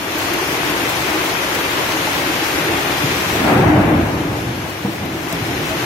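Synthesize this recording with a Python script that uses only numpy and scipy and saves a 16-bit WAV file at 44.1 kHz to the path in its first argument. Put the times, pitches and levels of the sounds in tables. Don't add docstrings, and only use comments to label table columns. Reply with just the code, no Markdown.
import sys
import numpy as np
from scipy import signal
from scipy.fft import rfft, irfft
from scipy.io import wavfile
from scipy.ndimage import uniform_filter1d

SR = 44100
rng = np.random.default_rng(int(sys.argv[2]) if len(sys.argv) > 2 else 0)


def inscribe(sig):
    pcm = np.round(np.clip(np.atleast_2d(sig).T, -1, 1) * 32767)
    wavfile.write(sys.argv[1], SR, pcm.astype(np.int16))


def level_to_linear(level):
    exponent = np.asarray(level, float) / 20
    return 10 ** exponent


N = 257984

# (t/s, level/dB)
RAIN_LEVEL = [(0.0, -37), (0.21, -33.5), (0.88, -32), (2.13, -32), (3.4, -32), (3.58, -36.5), (3.68, -41),
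              (4.6, -40.5), (5.1, -41.5), (5.3, -38), (5.85, -34.5)]
# (f/Hz, width/Hz, level/dB)
CANVAS = (322, 50, 5.7)


def evened(x):
    return x / np.sqrt(np.mean(x ** 2) + 1e-20)


def read(points, hz):
    f, value = np.transpose(points)
    return np.interp(np.log(hz + 1), np.log(f + 1), value)


def curves(rows, t):
    s, *columns = np.transpose(rows)
    return [np.interp(t, s, c) for c in columns]


def add(mix, s, sound):
    part = mix[..., round(s * SR):][..., :sound.shape[-1]]
    part += sound[..., :part.shape[-1]]


def grid(size):
    return np.arange(N // (size // 4) + 5) * (size // 4) / SR, np.fft.rfftfreq(size, 1 / SR)[:, None]


def patches(shape, bins, frames):
    z = rng.standard_normal(shape[::-1]).T
    over_hz = uniform_filter1d(z, max(round(bins), 1), 0)
    return evened(uniform_filter1d(over_hz, max(round(frames), 1), 1))


def diffuse(field_db, hz, size):
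    # (f/Hz, share)
    likeness = [(60, 0.98), (110, 1), (200, 0.97), (380, 0.83), (700, 0.59), (1290, -0.058), (2380, -0.053),
                (4400, 0.016), (8120, 0.1), (15000, 0.083)]
    # (f/Hz, level/dB)
    left_lean = [(60, 0.0), (92, 0.0), (140, 0.0), (210, 0.0), (330, 0.0), (500, 2.0), (770, 2.0),
                 (1170, 4.0), (1790, 5.5), (2740, 5.0), (4190, 1.5), (6000, -1.5), (8200, 5.5),
                 (10500, 5.0), (15000, 2.0)]
    # (f/Hz, phase/radians)
    left_lead = [(60, 0), (130, 0), (260, 0.18), (520, 0.38), (950, 0.24), (1800, 0.26)]
    a, b, c, d = rng.standard_normal((field_db.shape[1], len(hz), 4)).T
    same = np.clip(read(likeness, hz), -1, 1)
    left = a + 1j * b
    right = same * left + np.sqrt(1 - same ** 2) * (c + 1j * d)
    right = right * np.exp(-1j * read(left_lead, hz))
    lean = level_to_linear(read(left_lean, hz) / 2)
    z = np.array([left * lean, right / lean]) * level_to_linear(field_db)
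    return signal.istft(z, nperseg=size, noverlap=size - size // 4)[1][:, :N]


def canvas_bump(hz):
    centre_hz, width_hz, db = CANVAS
    return db / (1 + ((hz - centre_hz) / (width_hz / 2)) ** 2)


def ring(hz, t60, rise):
    t = np.arange(round(t60 * SR)) / SR
    x = (1 - np.exp(-t / rise)) * level_to_linear(-60 * t / t60) * np.sin(2 * np.pi * hz * t)
    return x / abs(x).max()


def lean_left(sound):
    return sound * level_to_linear(np.array([[.4], [-.4]]))


def wash():
    # (f/Hz, density/dB per Hz)
    wash_colour = [(15, -60), (25, -30), (37, -36), (91, -8), (144, -4.5), (254, -13), (316, -4.5),
                   (402, -7), (954, -7.5), (1280, -9), (2320, -9.5), (5970, -20), (8030, -24),
                   (13100, -27.5), (15800, -29)]
    # (middle t/s, length/s, drumming level/dB)
    clumps = [(0.15, 0.39, -1.5), (0.338, 0.1, 4.5), (0.69, 0.45, 2.5), (0.97, 0.21, -3.5),
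              (1.154, 0.24, 2.5), (1.31, 0.068, -0.5), (1.44, 0.19, -3.5), (1.7, .08, -3), (1.785, .1, 4.5),
              (1.868, 0.092, -4), (2.11, 0.071, -1.5), (2.3, 0.45, 0.5), (2.52, .09, -2), (2.567, 0.079, 5),
              (2.714, 0.12, 4), (2.907, 0.085, 3.5), (2.97, 0.096, -4), (3.223, 0.23, -1.5)]
    t, hz = grid(size=1024)
    shape = (len(hz), len(t))
    hiss_share = np.clip(np.log2((hz + 1) / 2000) / 2, 0, 1)
    gusts = patches((1, len(t)), 1, 12) * 0.56 + patches((1, len(t)), 1, 3) * .5
    field_db = read(wash_colour, hz) + canvas_bump(hz) + 0.36 * patches(shape, 14, 10) + hiss_share * gusts
    steady = diffuse(field_db, hz, size=1024)

    rain_db = curves(RAIN_LEVEL, t)[0]
    duck_db = rain_db - rain_db.max()
    clump_db = sum(db * np.cos(np.pi * np.clip((t - s) / length, -.5, .5)) for s, length, db in clumps)
    drum_db = 0.8 - 0.42 * duck_db + clump_db
    roar_db = -0.86 + 0.046 * duck_db + 0.11 * clump_db
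    drum_share = np.exp(-np.log2((hz + 1) / CANVAS[0]) ** 2 / 0.26)
    field_db = field_db + roar_db * (1 - hiss_share) * (1 - drum_share) + drum_db * drum_share
    return level_to_linear(15.5) * diffuse(field_db, hz, size=1024) / np.sqrt(np.mean(steady ** 2))


def patter():
    out, t = np.zeros((2, N)), np.arange(400) / SR
    for hz in np.geomspace(4500, 14500, num=12):
        hits = rng.random((2, N)) < 40 / SR
        size = level_to_linear(4.5 * np.minimum(rng.exponential(1, (2, N)), 5)) * hits
        ping = np.exp(-t * hz / 4.7) * np.sin(2 * np.pi * hz * t)
        spatter = 0.19 * np.exp(-t / .003) * rng.standard_normal(len(t))
        tick = ping + spatter
        out += signal.oaconvolve(size, tick[None] / np.linalg.norm(tick), axes=1)[:, :N]
    return level_to_linear(-15.5) * evened(out + .3 * out[::-1])


def clatter():
    out, t = np.zeros((2, N)), np.arange(600) / SR
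    for hz in np.geomspace(700, 2800, num=12):
        hits = rng.random((2, N)) < 20 / SR
        size = level_to_linear(4.3 * np.minimum(rng.exponential(1, (2, N)), 3.5)) * hits
        tock = np.exp(-t * hz / 1.76) * np.cos(2 * np.pi * hz * t) / hz ** 0.15
        out += signal.oaconvolve(size, tock[None], axes=1)[:, :N]
    return level_to_linear(2.5) * evened(out + 0.28 * out[::-1]) * level_to_linear(np.array([[1.8], [-1.8]]))


def hail_knocks():
    # (t/s, peak/dB, f/Hz, ring/s)
    stones = [(0.072, -9.5, 373, 0.033), (0.153, -9, 325, 0.046), (0.314, -8, 346, 0.1),
              (0.414, -9.5, 373, 0.068), (0.693, -22, 285, 0.039), (1.141, -7.5, 322, 0.14),
              (1.443, -10, 320, 0.062), (1.518, -9, 338, 0.055), (1.764, -10, 300, 0.058),
              (1.942, -8, 310, 0.055), (1.995, -26, 312, 0.05), (2.072, -6.5, 870, 0.05),
              (2.262, -9, 372, 0.041), (2.294, -7, 328, 0.084), (2.422, -3, 334, 0.092),
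              (3.038, -12, 300, 0.05), (3.115, -7, 360, 0.05), (3.344, -9.5, 676, 0.11)]
    out = np.zeros(N)
    for s, db, hz, t60 in stones:
        add(out, s, level_to_linear(db - 8.0) * ring(hz, t60, 0.0021))
    return lean_left(out)


def splashes():
    # (t/s, peak/dB, left over right/dB, length/s)
    bursts = [(0.184, -11, -2, 0.009), (0.334, -12, 6, 0.012), (0.6994, -13, 2.5, 0.012),
              (0.8294, -17, 1.5, 0.012), (0.891, -12, 4, 0.015), (1.5474, -13, 1.5, 0.012),
              (1.794, -23, 2.0, 0.012), (2.0154, -23, 1.0, 0.012), (2.64, -17, 1.0, 0.012),
              (4.22, -36, 1.5, 0.012), (4.5524, -29, 0.0, 0.012), (4.697, -28, 13, 0.012),
              (5.0529, -23, 2.5, 0.012), (5.23, -26, 1.5, 0.012), (5.325, -6.5, 0.5, 0.005)]
    out, spray = np.zeros((2, N)), rng.standard_normal((len(bursts), 2, 2000))
    bright = signal.butter(2, 3500, "high", fs=SR)
    t = np.arange(2000) / SR
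    for (s, db, pan_db, length), noise in zip(bursts, spray):
        burst = (1 - np.exp(-t / .0006)) * np.exp(-(t / length) ** 2) * signal.lfilter(*bright, noise)
        add(out, s, level_to_linear(db - 9.5 + np.array([[pan_db], [-pan_db]]) / 2) * burst)
    return out


def metal_rings():
    # (t/s, peak/dB, f/Hz, ring/s)
    struck = [(3.5, -8, 309.5, 0.18), (3.625, -11.5, 795, 0.065), (3.69, -6, 307.6, 0.23),
              (3.77, -14, 194, .2), (3.8, -24, 55.3, .5), (3.9, -7, 302, 0.14), (3.919, -23, 58, 0.48),
              (4.848, -26, 473, 0.039), (5.32, -22, 660, 0.06), (5.49, -24, 698, 0.17),
              (5.705, -19.5, 640, 0.19)]
    out = np.zeros(N)
    for s, db, hz, t60 in struck:
        add(out, s, level_to_linear(db) * ring(hz, t60, 0.015))
    return lean_left(out)


def thunder():
    # (t/s, level/dB)
    stroke_level = [
        (2.5, -42),
        (3.16, -31),
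        (3.42, -18),
        (3.48, -10.5),
        (3.72, -11.5),
        (3.9, -12.5),
        (4.18, -19),
        (4.45, -23),
        (4.82, -33.5),
    ]
    # (f/Hz, density/dB per Hz)
    roll_colour = [(15, -57), (25, -27), (41, -21), (104, 4.5), (223, -3.5), (306, -3), (421, -10),
                   (780, -13), (1010, -18.5), (2400, -23), (4000, -40), (5200, -69), (8800, -120)]
    t, hz = grid(size=2048)
    stroke = level_to_linear(2 * curves(stroke_level, t)[0])
    echo, echo_bright = echoes(t)
    age = t - 3.5
    crack_db = 7.5 * np.clip(1 + age / .28, 0, 1) - 4.5 * np.clip(age, 0, 2)
    crack_db = (stroke * crack_db + echo_bright) / (stroke + echo)
    bass_first_db, bass_late_db, bass_lag_s = -10.5, 0.2, 0.15
    bass_db = bass_first_db + (bass_late_db - bass_first_db) * np.clip(abs(age) / bass_lag_s, 0, 1)
    bass_db = (stroke * bass_db + echo * -2) / (stroke + echo)
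    tilt_db = crack_db * np.exp(-np.log2((hz + 1) / 1000) ** 2 / 2.03)
    tilt_db = tilt_db + bass_db * np.clip(np.log2(220 / (hz + 1)), 0, 1)

    colour_db = read(roll_colour, hz) + canvas_bump(hz) - 60 * (hz > 4000)
    lumps_db = 1.36 * patches((len(hz), len(t)), 8, 3)
    norm = np.sqrt(np.mean(diffuse(colour_db + lumps_db, hz, size=2048) ** 2))
    now = np.arange(N) / SR
    swell = np.sqrt(level_to_linear(2 * curves(stroke_level, now)[0]) + echoes(now)[0])
    swell = swell * np.clip((now - stroke_level[0][0]) / 0.18, 0, 1)
    return swell * diffuse(colour_db + lumps_db + tilt_db, hz, size=2048) / norm


def thunder_bumps():
    # (t/s, peak/dB, f/Hz, ring/s)
    bumps = [(3.036, -5, 141, 0.084), (3.465, -10, 296, 0.11), (3.548, -1, 284, 0.062),
             (3.585, -1.5, 368, 0.073), (3.609, 0, 164, 0.093), (3.701, -4, 314, 0.15),
             (3.798, -2, 299, 0.07), (3.899, -10, 301, 0.17), (3.992, -3.5, 337, 0.078),
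             (3.662, 0.5, 105, 0.075), (4.212, -15, 107, 0.093), (4.25, -8.5, 285, 0.11),
             (4.295, -9, 112, 0.09), (4.465, -10, 116, 0.1), (4.531, -14, 118, 0.073),
             (4.846, -5, 203, 0.093), (5.149, -10, 334, 0.074), (5.327, -12, 167, 0.15),
             (5.41, -15, 110, 0.09), (5.482, -9, 126, 0.12), (5.611, -14, 135, 0.09)]
    out = np.zeros(N)
    for s, db, hz, t60 in bumps:
        add(out, s, level_to_linear(db - 7) * ring(hz, t60, 0.0069))
        add(out, s + 0.00637, level_to_linear(db - 22) * ring(2.34 * hz, 0.35 * t60, 0.0035))
    return lean_left(out)


def echoes(t):
    # (t/s, peak/dB, time to die by 60 dB/s, brightness/dB)
    returns = [(2.55, -19, .8, 1), (2.68, -22.5, 0.65, 6), (2.87, -25, 0.96, 9), (3.02, -20, 1, -10),
               (4.29, -19.5, 0.34, -2), (4.46, -24, 1, 2), (4.63, -28, 0.62, 10), (4.83, -21.5, 1.5, 3),
               (4.99, -22, 2, 2.5), (5.14, -35, 1.5, -11), (5.31, -25.5, 1.3, 9), (5.4, -24, 1, -2),
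               (5.47, -21, 2.8, -2), (5.68, -28, 3, 0)]
    rise_s = .025
    s, db, t60, bright_db = np.transpose(returns)[:, :, None]
    age = np.maximum(t - s, 0)
    fading = level_to_linear(db - 60 * np.maximum(age - rise_s, 0) / t60)
    power = (np.minimum(age / rise_s, 1) * fading) ** 2
    return power.sum(0), (power * bright_db).sum(0)


def scene():
    rain_gain = level_to_linear(curves(RAIN_LEVEL, np.arange(N) / SR)[0])
    rain = rain_gain * (wash() + patter() + clatter())
    return rain + hail_knocks() + splashes() + metal_rings() + thunder() + thunder_bumps()


def thin_out(x):
    # (f/Hz, share of bins)
    lost_share = [(2600, 0), (3600, .11), (4700, .2), (5600, .14), (6500, .15), (7500, .15), (9000, .06),
                  (11000, .02), (13500, .03), (15000, .1)]
    # (start t/s, end t/s)
    spells = [(0.0, 0.15), (0.27, 0.48), (0.55, 0.61), (0.69, 0.83), (0.955, 0.965), (1.19, 1.21),
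              (1.33, 1.52), (1.62, 1.68), (1.78, 1.85), (1.97, 2.09), (2.26, 2.41), (2.53, 2.78),
              (2.86, 3.09), (3.25, 3.3), (3.72, 3.77), (3.86, 4.02), (4.14, 4.28), (4.36, 4.63),
              (4.75, 4.79), (5.0, 5.1), (5.25, 5.27), (5.38, 5.44), (5.51, 5.6), (5.76, 5.85)]
    hz, t, z = signal.stft(np.array([x[0] + x[1], x[0] - x[1]]) / 2, SR, nperseg=2048, noverlap=1792)
    shape = z.shape[1:]
    luck = evened(patches(shape, 6, 10) + np.array([.6 * patches(shape, 6, 10) for _ in z]))
    rank = (1 + np.tanh(.85 * luck)) / 2
    near = uniform_filter1d(abs(z) ** 2, size=5, axis=2)
    weak = near < .3 * uniform_filter1d(near, size=30, axis=1)
    bass = uniform_filter1d((abs(z[0, hz < 600]) ** 2).sum(0), size=20)
    share = read(lost_share, hz)[:, None] * np.clip((bass / np.median(bass)) ** .2, 1, 1.7)
    keep = (rank > share) * (1 - weak * np.clip(9 * share, 0, 1)) * (hz < 15790)[:, None]

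    sum_gap = sum((t > start - .018) & (t < end + .018) for start, end in spells) > 0
    need = patches((1, len(t)), 1, 20)[0]
    notch, top_edge = (hz > 7700) & (hz < 8230), hz > 15200
    for gap_share, band in ((.2, notch), (.4, top_edge)):
        silent = [sum_gap, need < np.quantile(need, gap_share)]
        keep = keep * (1 - band[:, None] * np.array(silent)[:, None])
    mid, side = signal.istft(z * keep, SR, nperseg=2048, noverlap=1792)[1][:, :N]
    return np.array([mid + side, mid - side])


def low_pass(x):
    return signal.sosfilt(signal.butter(12, 15920, fs=SR, output="sos"), x)


def record(dry):
    # (f/Hz, level/dB)
    mic_colour = [(20, -12), (42, -2), (55, -2.5), (66, -0.5), (90, -2), (4000, 0), (4900, -0.5), (6000, 1),
                  (8500, -2.5), (10200, -2.5), (12200, 2.5), (14500, 0)]
    heard = irfft(rfft(dry) * level_to_linear(read(mic_colour, np.fft.rfftfreq(N, 1 / SR))), N)
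    limited = 1.473 * np.tanh(heard / 1.53)
    return low_pass(thin_out(limited))


dry = scene()
out = record(dry)
inscribe(out)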